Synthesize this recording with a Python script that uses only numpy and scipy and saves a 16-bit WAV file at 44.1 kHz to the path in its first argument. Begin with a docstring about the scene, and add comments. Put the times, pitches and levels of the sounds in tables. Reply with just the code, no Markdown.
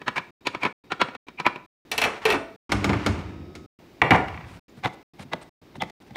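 """A kitchen, heard close up. Eggs are set into a plastic tray, its lid is clapped on and the tray slides
into a humming fridge. Then a long plastic bin drops onto the counter and small bottles are stood in it.
Each impact excites the damped modes of the bodies that meet, and the air under the lid booms as a cavity.
Stick-slip friction makes the rubs and scrapes; brief swishes swell into the taps. The room adds echoes,
low noise and a thin whine; the action comes in short stretches with dead silence between them."""
import sys
import numpy as np
from scipy import signal
from scipy.fft import rfft, irfft
from scipy.io import wavfile
from scipy.ndimage import uniform_filter1d

SR = 44100
rng = np.random.default_rng(int(sys.argv[2]) if len(sys.argv) > 2 else 0)


def dump(signal):
    """Clip the signal to [-1, 1] and save it as 16-bit WAV at the path in sys.argv[1]."""
    limited = np.clip(np.atleast_2d(signal).T, -1, 1)
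    pcm = np.round(limited * 32767).astype(np.int16)
    wavfile.write(sys.argv[1], SR, pcm)


N = 271920
TIME = np.arange(N) / SR
RING_TIME = TIME[:SR // 3]
RING_BINS_HZ = np.fft.rfftfreq(len(RING_TIME), 1 / SR)
PUSH_START_S, PUSH_SLOWS_S, PUSH_END_S = 2.69, 3.11, 3.67  # the tray goes into the fridge

# spectrum of friction on plastic (frequency [Hz], level [dB])
RUB_COLOUR = [(80, -3), (300, -28.5), (900, 9), (1600, 2), (2400, 2.5), (3300, -7), (6000, -16),
              (15000, -41)]


def amp(db):
    """Decibels to amplitude ratio."""
    return 10 ** (np.asarray(db) / 20)


def unit(x):
    """Normalisation to rms 1."""
    return x / np.sqrt(np.mean(x ** 2) + 1e-20)


def read(table, hz):
    """Interpolation of a table's columns on a log-frequency axis."""
    f, *columns = np.transpose(table)
    return [np.interp(np.log(hz + 1), np.log(f), c) for c in columns]


def held(table, s):
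    """A step function of time: each row holds until the next."""
    start, value = np.transpose(table)
    return value[np.searchsorted(start[1:], s)]


def add(mix, s, sound):
    """Superposition: a sound joins the mix at time s."""
    start = round(s * SR)
    sound = sound[max(-start, 0):]
    part = mix[max(start, 0):][:len(sound)]
    part += sound[:len(part)]


def coloured(x, colour):
    """Spectral shaping of x, at rms 1."""
    gain = amp(read(colour, np.fft.rfftfreq(len(x), 1 / SR))[0])
    return unit(irfft(rfft(x) * gain, len(x)))


def noise_from(spectrum):
    """Random phases turn a spectrum into steady noise."""
    return irfft(spectrum * np.exp(2j * np.pi * rng.random(len(RING_BINS_HZ))))


def damped(carriers, hz, t60, rise_cycles=1.6):
    """Each row builds up over its first cycles, so bass comes late, and decays exponentially."""
    swell = 1 - np.exp(-RING_TIME * hz[:, None] / rise_cycles)
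    rings = carriers * swell * amp(-60 * RING_TIME / t60[:, None])
    return rings / np.linalg.norm(rings, axis=1, keepdims=True) * np.sqrt(SR / 100)  # 10 ms at rms 1


def contact(hz, bass_db, treble_db):
    """Excitation spectrum: a heavy blow adds bass, a hard and short one adds treble."""
    return amp(read([(250, bass_db), (900, 0.002), (1600, 0.0095), (6000, treble_db)], hz)[0])


def ring(modes, bass_db=0, treble_db=0, detune=0.0067):
    """Normal modes, shifted slightly by where the blow lands; neighbours swing in antiphase."""
    hz, db, t60 = np.transpose(modes)
    hz = hz * (1 + detune * rng.standard_normal(len(hz)))
    waves = np.sin(2 * np.pi * hz[:, None] * RING_TIME) * (-1) ** np.arange(len(hz))[:, None]
    return amp(db) * contact(hz, bass_db, treble_db) @ damped(waves, hz, t60)


def clatter(wall, bass_db, treble_db, count=27):
    """Modal overlap: crowded modes merge into noise bands, each decaying at its own rate."""
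    edges = np.geomspace(48, 16500, count + 1)
    hz = np.sqrt(edges[1:] * edges[:-1])
    bands = noise_from((RING_BINS_HZ >= edges[:-1, None]) & (RING_BINS_HZ < edges[1:, None]))
    db, t60 = read(wall, hz)
    return amp(db) * contact(hz, bass_db, treble_db) @ damped(bands, hz, t60)


def knock(modes, wall, bass_db, treble_db, click_db=-6, click_s=0.00012):
    """Impact on a plastic body: a contact click, then free vibration of the walls."""
    u = RING_TIME / click_s
    click = amp(click_db + treble_db) * 2 * u * (2 - u) * np.exp(-u)
    return click + amp(-7) * (ring(modes, bass_db, treble_db) + clatter(wall, bass_db, treble_db))


def knocked(blows, modes, wall):
    """The responses of one body to successive blows add linearly."""
    out = np.zeros(N)
    for s, db, bass_db, treble_db in blows:
        add(out, s, amp(db) * knock(modes, wall, bass_db, treble_db))
    return out


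def placed(taps, modes, wall, pitches, firm_bass_db, ring_db, ring_t60, swish_db, swish_s):
    """An impact excites both object and plastic; a brief, duller swish swells into each tap."""
    firm_db, thud_db_per_db = -19.5, 0.29  # the gentler a tap, the more of it is thud
    out, swell = np.zeros(N), np.linspace(0, 1, round(swish_s * SR))
    dull = contact(RING_BINS_HZ, bass_db=-2, treble_db=-4)
    for s, db, treble_db in taps:
        hz = held(pitches, s)
        bass_db = firm_bass_db + thud_db_per_db * (firm_db - db)
        # a nearly round shell rings in a close pair of modes
        shell = ring([(hz, ring_db, ring_t60), (hz * 1.09, ring_db - 6, ring_t60)])
        tap = knock(modes, wall, bass_db, treble_db) + shell
        swish = noise_from(rfft(tap) * dull)[:len(swell)]
        add(out, s, amp(db) * tap)
        add(out, s - swish_s, amp(db + swish_db) * swell * unit(swish))
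    return out


def slips(colour, per_s, spread_db):
    """Stick-slip friction: a random stream of tiny impulses of uneven strength."""
    strength = amp(spread_db * np.minimum(rng.exponential(1, N), 4))
    impulses = rng.standard_normal(N) * strength * (rng.random(N) < per_s / SR)
    return coloured(impulses, colour)


def pressure(strokes):
    """Friction's envelope: contact pressure rises and falls with each stroke."""
    out = np.zeros(N)
    for s, length, db in strokes:
        add(out, s, amp(db) * signal.windows.tukey(round(length * SR), .5))
    return out


def slide(start_s, slows_s, end_s, colour, rumble_db, scrape_db, rumble_db_per_s, scrape_db_per_s):
    """Sliding friction: the body rumbles and the plastic scrapes; on slowing, the scrape dies first."""
    slowing_s = np.maximum(TIME - slows_s, 0)
    rumble = amp(rumble_db + rumble_db_per_s * slowing_s) * coloured(rng.standard_normal(N), colour)
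    scrape = amp(scrape_db + scrape_db_per_s * slowing_s) * slips(RUB_COLOUR, per_s=13000, spread_db=2.5)
    return (rumble + scrape) * (TIME > start_s) * (TIME < end_s)


def egg_taps():
    """Each egg excites the modes of its cup and the natural frequency of its own shell."""
    # an egg meets its cup (time [s], level [dB], treble [dB])
    taps = [(.016, -38, 1.5), (.0797, -18.5, 1), (.166, -31, -2), (.1795, -22, 0.5), (.4692, -20, 9),
            (.5478, -25.5, -3), (.633, -21.5, 1.5), (.651, -17.5, -4.5), (.663, -22, -8.5),
            (.919, -20.5, 1), (1.0145, -11, -1), (1.085, -32, -7), (1.150, -33, -1.5), (1.284, -39.5, 5),
            (1.3995, -25.5, 4), (1.4643, -11.5, -4.5), (1.559, -33.5, -3.5)]
    # the cup's distinct modes (frequency [Hz], level [dB], t60 [s])
    modes = [(243, -14.5, 0.023), (410, -11.5, 0.013), (988.5, -2, 0.035), (1290, -8.5, 0.048),
             (1810, -13.5, 0.066), (2263, -7.5, 0.064), (2590, -12, 0.031), (3342, -23, 0.062),
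             (3913, -15, 0.032), (4534, -22.5, 0.025)]
    # its crowded wall modes (frequency [Hz], band level [dB], t60 [s])
    wall = [(45, -47, 0.063), (147, -15.5, 0.077), (384, -9.5, 0.026), (583, -12.5, .035),
            (830, -4.5, 0.012), (1530, -8.5, 0.11), (2250, -7, 0.022), (3000, -7.5, 0.05),
            (4500, -18, 0.07), (6050, -21.5, 0.033), (9910, -33, 0.027), (14900, -45, .02)]
    # each egg's shell note (start time [s], frequency [Hz])
    pitches = [(0, 1710), (.35, 2273), (.78, 1316), (1.22, 2382)]
    return placed(taps, modes, wall, pitches, firm_bass_db=0,
                  ring_db=-8, ring_t60=0.017, swish_db=-10, swish_s=0.02)


def closing_lid(bass_db=-1.5, boom_hz=442, boom_sag=0.36, boom_t60=0.11):
    """Cavity resonance: the lid clacks and the air under it booms, lower as the gap closes."""
    # the lid strikes the rim (time [s], level [dB], treble [dB], boom [dB])
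    blows = [(1.9152, -25.5, 10.5, -11.5), (1.938, -30.5, -7, -20), (1.9787, -21.5, 9, -11),
             (2.016, -17.5, 2, -15), (2.038, -15, -3.5, -14.5), (2.05, -28, 4, -7.5), (2.253, -15.5, -1, 0),
             (2.289, -22, -7, 1.5), (2.302, -17.5, 0.5, -13), (2.323, -19.5, -4.5, -10),
             (2.345, -21.5, -22, -3.5)]
    # the lid's distinct modes (frequency [Hz], level [dB], t60 [s])
    modes = [(235.7, -12.5, 0.085), (653, -16, 1), (990, -13, 0.055), (1520, -15.5, 0.065),
             (1833, -7.5, 0.088), (2332, -3, 0.056), (2601, -4, 0.079), (2650, -1.5, 0.05),
             (4160, -14.5, 0.056), (5770, -17.5, 0.092)]
    # its crowded wall modes (frequency [Hz], band level [dB], t60 [s])
    wall = [(50, -22.5, 0.25), (160, -18.5, 0.19), (400, -13.5, 0.36), (790, -2, 0.067), (1300, -7, 0.29),
            (2500, -2, 0.1), (3650, -5.5, 0.082), (6000, -17.5, 0.1), (10550, -19, 0.042),
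            (15000, -21.5, 0.034)]
    seats_s, closing_s = 2.25, 0.095  # it meets the whole rim, then is pressed home
    out = knocked([(s, db, bass_db, treble_db) for s, db, treble_db, _ in blows], modes, wall)
    for s, db, _, boom_db in blows:
        closed = np.clip((s - seats_s) / closing_s, 0, 1)
        hz = boom_hz * (1 - boom_sag * closed ** 2)
        add(out, s, amp(db) * ring([(hz, boom_db, boom_t60)]))
    return out


def bumping_tray(stack_lag_s=0.02034):
    """Each bump excites the tray's modes; the stack under it gives way a moment later and thuds."""
    # the tray bumps along the stack in the fridge (time [s], level [dB], bass [dB], treble [dB])
    bumps = [(2.719, -15.5, -3.5, -1), (2.843, -19, 1.5, -1), (2.8934, -17.5, 5, -12.5),
             (2.9314, -19, -2, -15.5), (3.0623, -17.5, 3.5, -1.5), (3.19, -41, 12.5, -3),
             (3.552, -39.5, -6.5, 4.5)]
    # the full tray's distinct modes (frequency [Hz], level [dB], t60 [s])
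    modes = [(68.7, -17, 0.1), (116.5, -7, 0.48), (189, -2.5, 0.22), (286.3, -2, 0.36), (1206, -8, 0.13),
             (1389, -7, 0.056), (2182, -2, 0.013)]
    # its crowded wall modes (frequency [Hz], band level [dB], t60 [s])
    wall = [(60.3, -23, 0.19), (161, -9.5, 0.047), (356, -7, 0.024), (875, -6, 0.14), (2280, -8, 0.086),
            (4000, -7.5, 0.067), (5600, -10, 0.063), (10340, -21.5, 0.043), (15100, -30, 0.091)]
    # the loaded stack's modes (frequency [Hz], level [dB], t60 [s])
    stack_modes = [(68.4, -7.5, 0.17), (102.2, -5.5, .13), (218, -9, 0.2), (298.8, -9.5, 0.13)]
    out = knocked(bumps, modes, wall)
    for s, db, _, _ in bumps:
        add(out, s + stack_lag_s, amp(db) * ring(stack_modes, detune=0.055))
    return out


def dropped_bin(rock_start_s=4.342, rock_period_s=0.033, tick_db=-36, step_db=-2):
    """Impact and rebound of the bin; a bottle in it rocks to rest with even, fading ticks."""
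    # one end lands, then the other, and it bounces (time [s], level [dB], bass [dB], treble [dB])
    blows = [(4.017, -10, -2.5, -0.5), (4.038, -30.5, 9, -8.5), (4.1075, -11.5, 6, 8.5),
             (4.1175, -7, -0.5, -23.5), (4.131, -19, -12.5, -13), (4.147, -13.5, -15, -16.5),
             (4.283, -33.5, -9, 8)]
    # the bin's distinct modes (frequency [Hz], level [dB], t60 [s])
    modes = [(112, -7, 0.18), (321.5, -11.5, 0.049), (465.7, -12, 0.04), (740, -6.5, 0.035),
             (790, -9, 0.029), (1074, -7.5, 0.021), (1948, -8.5, 0.079), (2291, -4.5, 0.025),
             (2720, -36.5, .03), (3250, -26.5, 0.074)]
    # its crowded wall modes (frequency [Hz], band level [dB], t60 [s])
    wall = [(45, -31.5, 0.18), (124, -8, 0.11), (237, -11, 0.08), (555, -13, 0.34), (830, -2.5, 0.15),
            (1360, -7.5, 0.02), (2200, -1, 0.036), (3320, -13.5, .03), (6060, -34, 0.037),
            (10000, -38.5, 0.025), (15000, -41, .028)]
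    ticks = [(rock_start_s + k * rock_period_s, tick_db + k * step_db, -7, -3) for k in range(4)]
    return knocked(blows + ticks, modes, wall)


def bottle_taps(chink_hz=3600):
    """Bottles strike the bin and chink, all at the same natural frequency."""
    # a bottle is stood in the bin or knocks against it (time [s], level [dB], treble [dB])
    taps = [(4.848, -17, -9), (4.8575, -14.5, -11.5), (5.195, -36.5, -4), (5.3332, -16, -5.5),
            (5.755, -35.5, -9), (5.8195, -17, -1.5), (5.834, -27.5, -6), (5.898, -40.5, 8.5),
            (6.107, -44, -0.5), (6.157, -30.5, 1.5)]
    # distinct modes of bottle on bin (frequency [Hz], level [dB], t60 [s])
    modes = [(136, -14, 0.1), (229, -31, 0.067), (797, -4, 0.021), (885, -7.5, 0.017), (1174, -24, 0.017),
             (2010, -6.5, 0.025), (2220, -12, 0.013), (3540, -30, 0.0058)]
    # crowded wall modes (frequency [Hz], band level [dB], t60 [s])
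    wall = [(45, -42, 0.1), (105, -11, 0.047), (218, -12.5, 0.086), (420, -14, 0.052), (810, -10, 0.032),
            (1370, -14.5, 0.021), (2200, -13, 0.014), (3640, -15, 0.034), (5960, -21.5, 0.015),
            (9600, -30.5, .018), (15000, -34, 0.017)]
    return placed(taps, modes, wall, [(0, chink_hz)], firm_bass_db=-2.5,
                  ring_db=-23, ring_t60=0.0083, swish_db=-13.5, swish_s=0.019)


def sliding_tray():
    """Friction makes the tray judder as it is pushed into the fridge."""
    # spectrum of the tray's rumble (frequency [Hz], level [dB])
    colour = [(18, -44), (30, -28), (63, 0), (108, 8.5), (124, -35), (146, 0), (276, -4), (314, -0.5),
              (394, -5), (417, -11), (649, -18.5), (759, -16), (900, -48.5), (1170, -50), (1980, -120)]
    return slide(PUSH_START_S, PUSH_SLOWS_S, PUSH_END_S, colour,
                 rumble_db=-34.5, scrape_db=-37.5, rumble_db_per_s=-18, scrape_db_per_s=-65)


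def settling_bin():
    """Friction brings the wobbling bin to rest on the counter."""
    # spectrum of the bin's rumble (frequency [Hz], level [dB])
    colour = [(35, -22.5), (60, 3), (105, 2), (160, 1), (300, -19), (600, -28.5), (1500, -68.5)]
    return slide(start_s=4.115, slows_s=4.32, end_s=4.6, colour=colour,
                 rumble_db=-41, scrape_db=-47, rumble_db_per_s=-23, scrape_db_per_s=-42)


def rubs():
    """Friction noise of shells, lid, bin and bottles on the plastic."""
    # rubbing strokes (time [s], duration [s], level [dB])
    strokes = [(0.156, 0.026, -29), (0.598, 0.099, -40), (2.027, 0.19, -41.5), (2.212, 0.041, -39),
               (2.257, 0.12, -29.5), (4.125, 0.046, -29.5), (4.828, 0.061, -33)]
    return pressure(strokes) * slips(RUB_COLOUR, per_s=4000, spread_db=1.5)


def pitched_swishes(relative_bandwidth=0.12):
    """Narrow-band noise is heard as pitched: short swishes that swell, mostly into a tap."""
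    # pitched swishes (time [s], duration [s], level [dB], frequency [Hz])
    swishes = [(0.157, 0.036, -30, 2300), (0.615, 0.028, -33, 2340), (1.372, .024, -39, 2440),
               (1.451, 0.011, -28, 2210), (4.688, 0.014, -69, 6900), (4.837, .022, -38, 3450),
               (5.412, 0.024, -60.5, 8350), (5.797, 0.024, -38, 3320), (6.147, 0.021, -42, 3410),
               (6.153, 0.015, -36.5, 1860)]
    out = np.zeros(N)
    for s, length, db, hz in swishes:
        size = round(length * SR)
        band = 1 / (1 + (2 * (RING_BINS_HZ / hz - 1) / relative_bandwidth) ** 2)
        swell = signal.windows.tukey(size, .5) * np.linspace(0, 1, size)
        add(out, s, amp(db) * unit(swell * noise_from(band)[:size]))
    return out


def nudges():
    """A soft contact excites only low modes: a thump without a click."""
    # the hand nudges the bin (time [s], level [dB])
    touches = [(4.773, -41.5), (5.196, -37), (5.249, -40), (5.779, -36.5), (6.109, -41)]
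    # modes of the bin's floor (frequency [Hz], level [dB], t60 [s])
    modes = [(90, -10.5, 0.13), (140, -4, 0.093), (232, -3, 0.068)]
    out = np.zeros(N)
    for s, db in touches:
        add(out, s, amp(db) * ring(modes, detune=0.057))
    return out


def rustles():
    """Friction noise of fingers on the bin and the foil caps."""
    # finger strokes (time [s], duration [s], level [dB])
    strokes = [(4.45, 0.15, -52.5), (4.76, 0.05, -55.5), (4.925, 0.027, -50.5), (5.183, 0.063, -45),
               (5.408, 0.033, -48.5), (5.752, 0.023, -49), (5.865, 0.037, -59), (6.006, 0.027, -58),
               (6.06, 0.032, -58)]
    # spectrum of the rustle (frequency [Hz], level [dB])
    colour = [(100, 6), (800, 5), (2200, 0), (4000, -5), (6500, -13), (9000, -12), (15000, -31)]
    return pressure(strokes) * slips(colour, per_s=9000, spread_db=0.5)


def kitchen(x, first_echo_s=0.0085):
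    """Reverberation: diffuse reflections from walls and cupboards; the top treble dies first."""
    # the room's response (frequency [Hz], level [dB], t60 [s])
    response = [(80, -7.5, 0.17), (252, 7, 0.41), (760, 3.5, 0.41), (2200, 0.5, 0.41), (4455, -1.5, 0.42),
                (8950, 3, .38), (14800, 4.5, 0.043)]
    echoes = rng.standard_normal(SR) * np.clip(TIME[:SR] / first_echo_s - 1, 0, 1)
    hz, t, spectra = signal.stft(echoes, SR, nperseg=256)
    db, t60 = read(response, hz)
    decay = amp(db[:, None] - 60 * t / t60[:, None])
    tail = signal.istft(spectra * decay, SR, nperseg=256)[1]
    return signal.fftconvolve(x, tail / np.linalg.norm(tail))[:N]


def tone(hz, db, waver_hz=5):
    """A machine tone with slight random frequency modulation."""
    drift = waver_hz * unit(uniform_filter1d(rng.standard_normal(N), size=1500))
    return amp(db) * np.sqrt(2) * np.sin(2 * np.pi * np.cumsum(hz + drift) / SR)


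def fridge():
    """The open fridge hums with a line spectrum while the tray goes in."""
    # partials of the hum (frequency [Hz], level [dB])
    partials = [(307, -57.5), (1276, -62.5), (3682, -74), (4565, -90), (4764, -74.5), (5399, -76)]
    return sum(tone(hz, db) for hz, db in partials) * (TIME > PUSH_START_S) * (TIME < PUSH_END_S)


def room_tone():
    """Ambient noise: low kitchen air and a thin appliance whine that is fainter later on."""
    # steps in the air's loudness (start time [s], level [dB])
    levels = [(0, -53.5), (.35, -55.5), (1.75, -52), (2.63, -54), (3.72, -51), (4.64, -52)]
    # spectrum of the air (frequency [Hz], level [dB])
    colour = [(30, -6.5), (70, -6.5), (160, -2), (355, -0.5), (470, -9.5), (760, -12), (1500, -20),
              (2300, -19), (3200, -24), (4900, -26), (7300, -35), (11000, -40.5), (15500, -34.5)]
    air = amp(held(levels, TIME)) * coloured(rng.standard_normal(N), colour)
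    whine = tone(hz=3760, db=np.interp(TIME, [3.6, 3.8], [-73.5, -78.5]))
    return air + whine


def scene():
    """Superposition of direct sound, reverberation and background."""
    eggs = egg_taps()
    bottles = bottle_taps() + nudges()
    tray, long_bin, lid = bumping_tray(), dropped_bin(), closing_lid()
    rubbing, swishes = rubs(), pitched_swishes()
    direct = eggs + bottles + tray + long_bin + lid + rubbing + swishes
    direct += rustles() + sliding_tray() + settling_bin()
    # two groups of sources, each with its own pattern of echoes
    room = kitchen(amp(-18.5) * (eggs + rubbing + swishes) + amp(-9) * long_bin)
    room += kitchen(amp(-19) * bottles + amp(-12) * (tray + lid))
    return (direct + room + fridge() + room_tone())[None]


def record(dry, low_cut_hz=36, high_cut_hz=15700, ceiling=1.2):
    """Band limiting and soft saturation, with a gate that leaves silence between the stretches."""
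    # stretches with sound (start time [s], end time [s])
    stretches = [(0, .307), (.408, .727), (.839, 1.166), (1.268, 1.662), (1.851, 2.562), (2.694, 3.662),
                 (3.789, 4.595), (4.682, 5.03), (5.136, 5.494), (5.616, 5.908), (6.002, 6.166)]
    gate = sum((TIME >= start) & (TIME < end) for start, end in stretches).astype(float)
    thinned = signal.sosfilt(signal.butter(4, low_cut_hz, "high", fs=SR, output="sos"), dry)
    rounded = ceiling * np.tanh(thinned / ceiling)
    gated = rounded * uniform_filter1d(gate, size=90)
    low_pass = signal.firwin(511, high_cut_hz, window=("kaiser", 9), fs=SR)
    return signal.oaconvolve(gated, low_pass[None], "same")


dry = scene()
out = record(dry)
dump(out)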